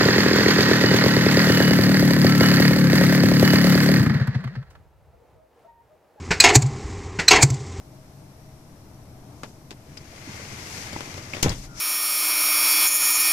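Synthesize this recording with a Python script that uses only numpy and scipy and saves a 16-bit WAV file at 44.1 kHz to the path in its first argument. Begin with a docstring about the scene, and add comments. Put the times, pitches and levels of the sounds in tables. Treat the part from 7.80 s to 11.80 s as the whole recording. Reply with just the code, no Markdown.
"""Inside a parked car, a hand-held stereo microphone close to a folded seat back. A low cabin rumble
comes first. From 1.6 s plastic fittings click; the seat is swung over and its upholstery slides with
a swelling whoosh, among soft bumps of the padding and brief hinge squeaks. At 3.6 s the steel latch
snaps home, the seat thumps against its stop and the car body booms briefly. Last comes a thin squeal
as the seat settles."""
import sys
import numpy as np
from scipy import signal
from scipy.fft import rfft, irfft
from scipy.io import wavfile

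SR = 44100
rng = np.random.default_rng(int(sys.argv[2]) if len(sys.argv) > 2 else 0)


def output_pcm(signal):
    """Save a mono or channel-first signal as 16-bit PCM at the path in sys.argv[1].

    Samples are clipped to [-1, 1] before scaling.
    """
    pcm = np.clip(np.atleast_2d(signal).T, -1, 1) * 32767
    wavfile.write(sys.argv[1], SR, np.round(pcm).astype(np.int16))


N = 176400


def undb(db):
    """Decibels to gain."""
    return 10 ** (np.asarray(db) / 20)


def unit(x):
    """Scale to rms 1."""
    return x / np.sqrt(np.mean(x ** 2))


def curve(table, column=1):
    """A column of a time table at every sample."""
    rows = np.array(table)
    return np.interp(np.arange(N) / SR, rows[:, 0], rows[:, column])


def freqs():
    """Frequency of each spectral bin."""
    return np.maximum(np.arange(N // 2 + 1) * SR / N, 1)


def across(table):
    """A (Hz, value) table at every bin."""
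    rows = np.array(table)
    return np.interp(np.log(freqs()), np.log(rows[:, 0]), rows[:, 1])


def band(hz, width):
    """Gain of a steep resonance, its width in Hz."""
    f = freqs()
    return 1 / (1 + ((f * f - hz * hz) / (f * width)) ** 2)


def shape(x, gain):
    """Filter by a gain for each bin."""
    return irfft(rfft(x) * gain, N)


def flutter(hz, width):
    """A random waver of rms 1 around a given rate."""
    return unit(shape(rng.standard_normal(N), band(hz, width)))


# How alike the microphone's two sides are. Each row: frequency in Hz, correlation before clipping.
STEREO_LIKENESS = [(60, 3), (125, 2), (250, 1), (500, 0.85), (1000, 0.46), (2200, -0.11), (6000, 0),
                   (14000, 0)]
def noise(gain):
    """Coloured stereo noise of rms 1, alike on both sides in the bass."""
    like = np.clip(across(STEREO_LIKENESS), -.99, .99)
    mid, side = rfft(rng.standard_normal((2, N))) * gain * np.sqrt([1 + like, 1 - like])
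    return unit(irfft(np.array([mid + side, mid - side]), N))


def fade(t60):
    """One second of decay after a very quick rise, falling 60 dB in t60 seconds."""
    t = np.arange(SR) / SR
    return undb(-60 * t / t60) * (1 - np.exp(-t / .0002))


def ring(modes):
    """One second of decaying modes."""
    t = np.arange(SR) / SR
    return sum(undb(db) * fade(t60) * np.sin(2 * np.pi * hz * t) for hz, db, t60 in modes)


def piece(x):
    """A random second of a long noise."""
    i = rng.integers(N - SR)
    return x[:, i:i + SR]


def add(out, start, x):
    """Mix a sound in at a time in seconds."""
    i = int(start * SR)
    out[:, i:i + x.shape[-1]] += x[..., :N - i]


def lean(x, balance_db):
    """Tip the sound between left and right, band by band."""
    gains = undb(across(balance_db) * np.array([[.5], [-.5]]))
    return shape(x, gains / np.sqrt(np.mean(gains ** 2, axis=0)))


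# Room tone of the parked car. Each row: frequency in Hz, relative density in dB.
CABIN_SPECTRUM = [(20, -7), (40, -16), (60, -7.5), (90, -6), (128, 0), (175, -12.5), (290, -11),
                  (400, -18.5), (500, -21), (660, -19), (900, -23), (1500, -31), (2100, -36.5), (3000, -39),
                  (4300, -36.5), (7000, -38.5), (12000, -39), (14500, -42.5)]
# The rumble drifts a little. Each row: time in seconds, level in dB.
RUMBLE_DRIFT = [(0, -47), (1.2, -46), (1.5, -43), (1.85, -47), (2.2, -45), (2.6, -46.5), (3.3, -44),
                (4, -45)]
# Narrow resonances in the room tone. Each row: centre in Hz, width in Hz, level in dB.
CABIN_HUMS = [(136, 28, -58), (188.4, 9.6, -59.5), (632, 17, -64), (5200, 220, -73.5), (5800, 260, -70)]
def cabin():
    """All around the microphone: low rumble, a few narrow resonances and a faint steady hiss."""
    crossover_hz, hiss_db = 1900, -45
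    air = noise(undb(across(CABIN_SPECTRUM)))
    rumble = shape(air, 1 / (1 + (freqs() / crossover_hz) ** 2))
    hum = sum(undb(db) * noise(band(hz, width)) for hz, width, db in CABIN_HUMS)
    return rumble * undb(curve(RUMBLE_DRIFT)) + (air - rumble) * undb(hiss_db) + hum


# Sliding cloth from close by. Each row: frequency in Hz, relative density in dB.
CLOTH_SPECTRUM = [(400, -22), (750, -4.5), (1000, -4.5), (1500, -4.5), (2150, -2.5), (2550, -4), (3200, -8),
                  (3900, -8.5), (4800, -5.5), (6200, -5), (7000, -8.5), (8000, -13), (10000, -17),
                  (12400, -18.5), (14500, -27.5)]
# The swing of the seat. Each row: time in seconds, friction level in dB, treble relative to it in dB.
FRICTION = [(1.4, -65, -7), (1.68, -65, 12.5), (1.85, -67, -6), (2.15, -55.5, -0.5), (2.3, -50, -0.5),
            (2.53, -41, -2.5), (2.8, -41.5, 0.5), (2.97, -39, 3.5), (3.13, -39, -2), (3.35, -41.5, -0.5),
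            (3.5, -44.5, -1), (3.57, -40.5, -2), (3.75, -54.5, 13), (3.85, -49.5, 7), (3.89, -60, 4),
            (3.94, -58, 4), (3.99, -43, 4.5)]
# A narrow swish in the treble. Each row: time in seconds, level relative to the friction in dB.
SWISH_LEVEL = [(2.3, -16), (3.2, -18), (3.5, -6), (3.85, -12), (4, 5.5)]
def upholstery():
    """Cloth slides with a hiss and tiny snags of the weave; the padding rubs and the frame shudders."""
    snags_per_s, low_cut_hz, treble_hz, flutter_db = 900, 400, 3940, 0.65
    colour = undb(across(CLOTH_SPECTRUM)) / (1 + (low_cut_hz / freqs()) ** 4)
    snags = (rng.random(N) < snags_per_s / SR) * rng.standard_normal((2, N))
    snags *= undb(-0.5 * np.minimum(rng.exponential(size=N), 4))
    hiss = noise(colour) + undb(-8) * unit(shape(snags, colour))
    dull = shape(hiss, 1 / (1 + (freqs() / treble_hz) ** 4))
    treble = (hiss - dull) * undb(curve(FRICTION, column=2))
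    level = undb(curve(FRICTION) + flutter_db * flutter(hz=10, width=26))
    swish = undb(curve(SWISH_LEVEL)) * noise(band(hz=5660, width=1800))
    rub = undb(-6.5) * noise(band(hz=227, width=560))
    shudder = undb(-7) * noise(band(hz=91, width=42))
    return (dull + treble + swish + rub + shudder) * level


# Rasp of the weave. Each row: centre in Hz, width in Hz, level relative to the friction in dB.
RASP_BANDS = [(2065, 280, -11.5), (2380, 470, -16)]
def rasp():
    """The weave catches and lets go, sounding two midrange resonances unevenly."""
    out = 0
    for hz, width, db in RASP_BANDS:
        catches_db = 3 * flutter(hz=13, width=26)
        out = out + undb(db + catches_db) * noise(band(hz, width))
    return out * undb(curve(FRICTION))


# Plastic clicks near the microphone. Each row: start in seconds, levels in dB of the body, knock,
# snap and tick bands, base t60 of the tail in seconds.
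PLASTIC_KNOCKS = [(1.6331, -32, -29, -41.5, -38.5, 0.052), (1.9074, -52, -47, -39.5, -36.5, 0.043),
                  (1.9141, -35.5, -47, -42, -44.5, 0.047), (1.927, -46, -53, -48, -56, 0.023),
                  (2.171, -49, -62, -40, -56, 0.026), (2.174, -48, -60, -41, -40.5, 0.037),
                  (2.594, -40, -42, -50, -58, 0.036), (3.130, -31.5, -38, -35, -37, 0.047),
                  (3.2061, -42, -31.5, -36, -34.5, 0.056), (3.342, -48, -42, -38, -41, 0.029),
                  (3.379, -35.5, -38.5, -41, -48, 0.086), (3.535, -37, -36.5, -39, -42, 0.14),
                  (3.548, -40, -39, -33, -44, 0.084), (3.5665, -37, -35, -37, -48, 0.19),
                  (3.683, -51, -31.5, -31.5, -54, 0.14), (3.718, -42, -37, -32, -53, 0.1),
                  (3.753, -46, -50, -55, -58, 0.053)]
# Those four bands, low to high. Each row: centre in Hz, width in Hz, factor on the decay times.
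PLASTIC_BANDS = [(264, 420, 1.74), (830, 2160, 1.8), (2400, 3500, 1.65), (5250, 3000, 1.5)]
# Ring of the trim. Each row: pitch in Hz, level relative to the knock band in dB, t60 in seconds.
TRIM_RING = [(255, -3.5, 0.056), (593, -2, .06), (1340, -19, .06), (1790, -11, 0.051), (2440, -15, 0.045)]
def fittings():
    """Plastic parts knock with a crack, a noisy tail and a short ring of the trim."""
    crack_t60_s, tail_db = 0.0056, -5.5
    out = np.zeros((2, N))
    bands = [(noise(band(hz, width)), stretch) for hz, width, stretch in PLASTIC_BANDS]
    trim = ring(TRIM_RING)
    for start, *levels, t60 in PLASTIC_KNOCKS:
        add(out, start, undb(levels[1]) * trim)
        for db, (grain, stretch) in zip(levels, bands):
            envelope = fade(crack_t60_s * stretch) + undb(tail_db) * fade(t60 * stretch)
            add(out, start, undb(db) * piece(grain) * envelope)
    return out


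# Soft bumps of the cushion. Each row: start in seconds, level in dB, centre in Hz.
CUSHION_BUMPS = [(2.062, -44, 430), (2.115, -37.5, 166), (2.204, -42.5, 150), (2.325, -42.5, 553),
                 (2.468, -37, 265), (2.489, -38, 169), (2.614, -43, 237), (2.648, -41, 250),
                 (2.73, -39, 203), (3.17, -44, 150), (3.269, -39.5, 313)]
# A dull knock of the padded frame. Each row: pitch in Hz, level in dB, t60 in seconds.
FRAME_RING = [(320, -24.5, 0.027), (585, -27, 0.0096), (855, -17.5, 0.012)]
def padding():
    """Soft bumps swell and die as the cushion shifts; the padded frame knocks once."""
    rise_s, frame_knock_s = 0.0058, 3.1629
    out = np.zeros((2, N))
    t = np.arange(SR) / SR
    swell = fade(t60=0.055) * (1 - np.exp(-(t / rise_s) ** 2))
    for start, db, hz in CUSHION_BUMPS:
        add(out, start, undb(db) * swell / swell.max() * piece(noise(band(hz, width=hz * 0.45))))
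    add(out, frame_knock_s, -ring(FRAME_RING))
    return out


# Squeaks of the hinge. Each row: start in seconds, pitch in Hz, level in dB, t60 in seconds.
HINGE_SQUEAKS = [(2.175, 4960, -39, 0.052), (3.535, 2350, -20, 0.03), (3.55, 2070, -35, 0.026),
                 (3.716, 3340, -39, 0.081)]
def hinge():
    """The turning hinge gives brief squeaks, each a tone roughened by noise around its pitch."""
    out = np.zeros((2, N))
    for start, hz, db, t60 in HINGE_SQUEAKS:
        roughness = undb(db - 0.5) * fade(t60) * piece(noise(band(hz, width=hz * .12)))
        add(out, start, ring([(hz, db, t60)]) + roughness)
    return out


# The steel latch at close range. Each row: start in seconds, level in dB, ring relative to it in dB,
# brightness in dB per octave.
LATCH_STRIKES = [(3.6264, -16.5, -20, -2), (3.6286, -3, -21, 4.5), (3.6313, -11, -8.5, -4.5),
                 (3.693, -24, -12, 7)]
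# Colour of a strike. Each row: frequency in Hz, relative density in dB.
LATCH_SPECTRUM = [(700, -8.5), (1500, -19), (2100, -1.5), (2750, -1.5), (3400, -3), (4500, -0.5),
                  (6000, 4.5), (6900, 2.5), (8200, -6.5), (9500, -9), (10900, -17), (12200, -15),
                  (13400, -19), (14500, -34)]
# Ring of the steel. Each row: pitch in Hz, relative level in dB, t60 in seconds.
STEEL_RING = [(2760, 0, 0.066), (3200, -22, .12), (4700, -20, 0.087), (5100, -18, 0.066),
              (5679, -13, 0.062), (5750, -6, 0.074), (6100, 3, .08), (6400, -12, .085), (6740, -10, .1)]
# Catch and spring zing. Each row: start in seconds, centre and width in Hz, level in dB, t60 in seconds.
SPRING_ZINGS = [(3.693, 5230, 1700, -23, 0.055), (3.629, 11500, 3700, -37.5, 0.17),
                (3.6286, 2530, 360, -17.5, .014), (3.6288, 12300, 4800, -15, 0.0038),
                (3.631, 6230, 1100, -15, 0.026)]
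def latch():
    """The steel catch snaps over its striker and rebounds once, shaking its spring."""
    low_cut_hz = 700
    out = np.zeros((2, N))
    steel = undb(-11) * ring(STEEL_RING)
    for start, db, ring_db, tilt_db in LATCH_STRIKES:
        colour = undb(across(LATCH_SPECTRUM) + tilt_db * np.log2(freqs()))
        grain = piece(noise(colour / (1 + (low_cut_hz / freqs()) ** 2)))
        crack = grain * fade(t60=0.0057)
        tail = grain * fade(t60=0.11) + steel
        add(out, start, undb(db) * (crack + undb(ring_db) * tail))
    for start, hz, width, db, t60 in SPRING_ZINGS:
        add(out, start, undb(db) * fade(t60) * piece(noise(band(hz, width))))
    return out


# The seat meets its stop. Each row: start in seconds, level in dB, contact in seconds, rattle in dB.
STOP_THUMPS = [(3.6288, -19.5, 0.0018, -28.5), (3.645, -17, 0.0058, -26), (3.6603, -17, 0.00051, -24.5),
               (3.675, -30, 0.003, -46), (3.701, -25, 0.004, -31.5)]
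# Seat frame and car body from inside. Each row: pitch in Hz, relative level in dB, t60 in seconds.
BODY_RING = [(28.2, -12, 1), (40.4, -18, 1), (57, -18, 0.36), (87.6, -10, 0.29), (132.6, -10.5, 0.31),
             (164, -10.5, 0.14), (191, -0.5, 0.058), (270.3, -10, 0.09), (329, 3.5, 0.035), (447, 5, 0.024),
             (493, -0.5, 0.041), (657, -22, 0.078), (807, -4, 0.041), (1100, -22, .03)]
def seat_stop():
    """Padded blows ring the frame and body, shake loose parts and leave a boom in the cabin."""
    out = np.zeros((2, N))
    body = ring(BODY_RING)
    loose_parts = noise(band(hz=533, width=1700))
    cabin_air = noise(band(hz=119, width=130))
    t = np.arange(SR // 10) / SR
    for start, db, contact_s, rattle_db in STOP_THUMPS:
        push = t * np.exp(-4 * t / contact_s)  # longer contact, duller blow
        blow = signal.fftconvolve(body, push / push.sum())[:SR]
        boom = undb(-9) * piece(cabin_air) * fade(t60=0.36)
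        rattle = undb(rattle_db) * piece(loose_parts) * fade(t60=0.12)
        add(out, start, undb(db) * (boom - blow) + rattle)
    return out


def squeal():
    """As the seat settles, a faint rubbing tone swells, sags in pitch and fades."""
    start_s, length_s, start_hz, sag_hz_per_s = 3.86, 0.16, 1446, 790
    t = np.clip(np.arange(N) / SR - start_s, 0, length_s)
    hz = (start_hz - sag_hz_per_s * t) * (1 + 0.043 * flutter(hz=73, width=200))
    return undb(-48.5) * np.sin(np.pi * t / length_s) * np.sin(2 * np.pi * np.cumsum(hz) / SR)


# Left-right balance of each sound, band by band; the latch's top treble is nearly centred.
# Each row: frequency in Hz, left minus right in dB.
CABIN_BALANCE = [(60, 1), (400, 5), (1000, 5), (2100, 7), (3000, -2), (5800, 6.5), (7200, -1), (9000, -6),
                 (14000, -4)]
SEAT_BALANCE = [(60, 1.5), (400, 0), (750, 1.5), (1270, 6), (2330, 9.5), (4000, 4.5), (6200, 12.5),
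                (7600, 0.5), (9000, -5), (11000, -7), (12500, -14)]
FITTINGS_BALANCE = [(150, 0), (550, 6), (900, 3.5), (2300, 7.5), (3600, 6), (6200, 9), (7600, 1),
                    (9000, -10), (12500, -21)]
LATCH_BALANCE = [(700, 5), (1500, 9), (2330, 17), (4000, 6), (6200, 16), (7600, 1), (9000, -4), (12500, -2)]
def scene():
    """The close seat reaches the microphone's left side slightly late; the rumble is all around."""
    left_lag_s = .00022
    seat = lean(upholstery() + rasp() + padding() + squeal() + seat_stop(), SEAT_BALANCE)
    left, right = seat + lean(fittings() + hinge(), FITTINGS_BALANCE) + lean(latch(), LATCH_BALANCE)
    late_left = shape(left, np.exp(-2j * np.pi * freqs() * left_lag_s))
    return np.array([late_left, right]) + lean(cabin(), CABIN_BALANCE)


def record(dry):
    """The hand-held recorder rounds the highest peaks and cuts the top."""
    ceiling, top_hz = .8, 14600
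    rounded = ceiling * np.tanh(dry / ceiling)
    return signal.sosfilt(signal.ellip(8, .2, 70, top_hz, fs=SR, output="sos"), rounded)


dry = scene()
out = record(dry)
output_pcm(out)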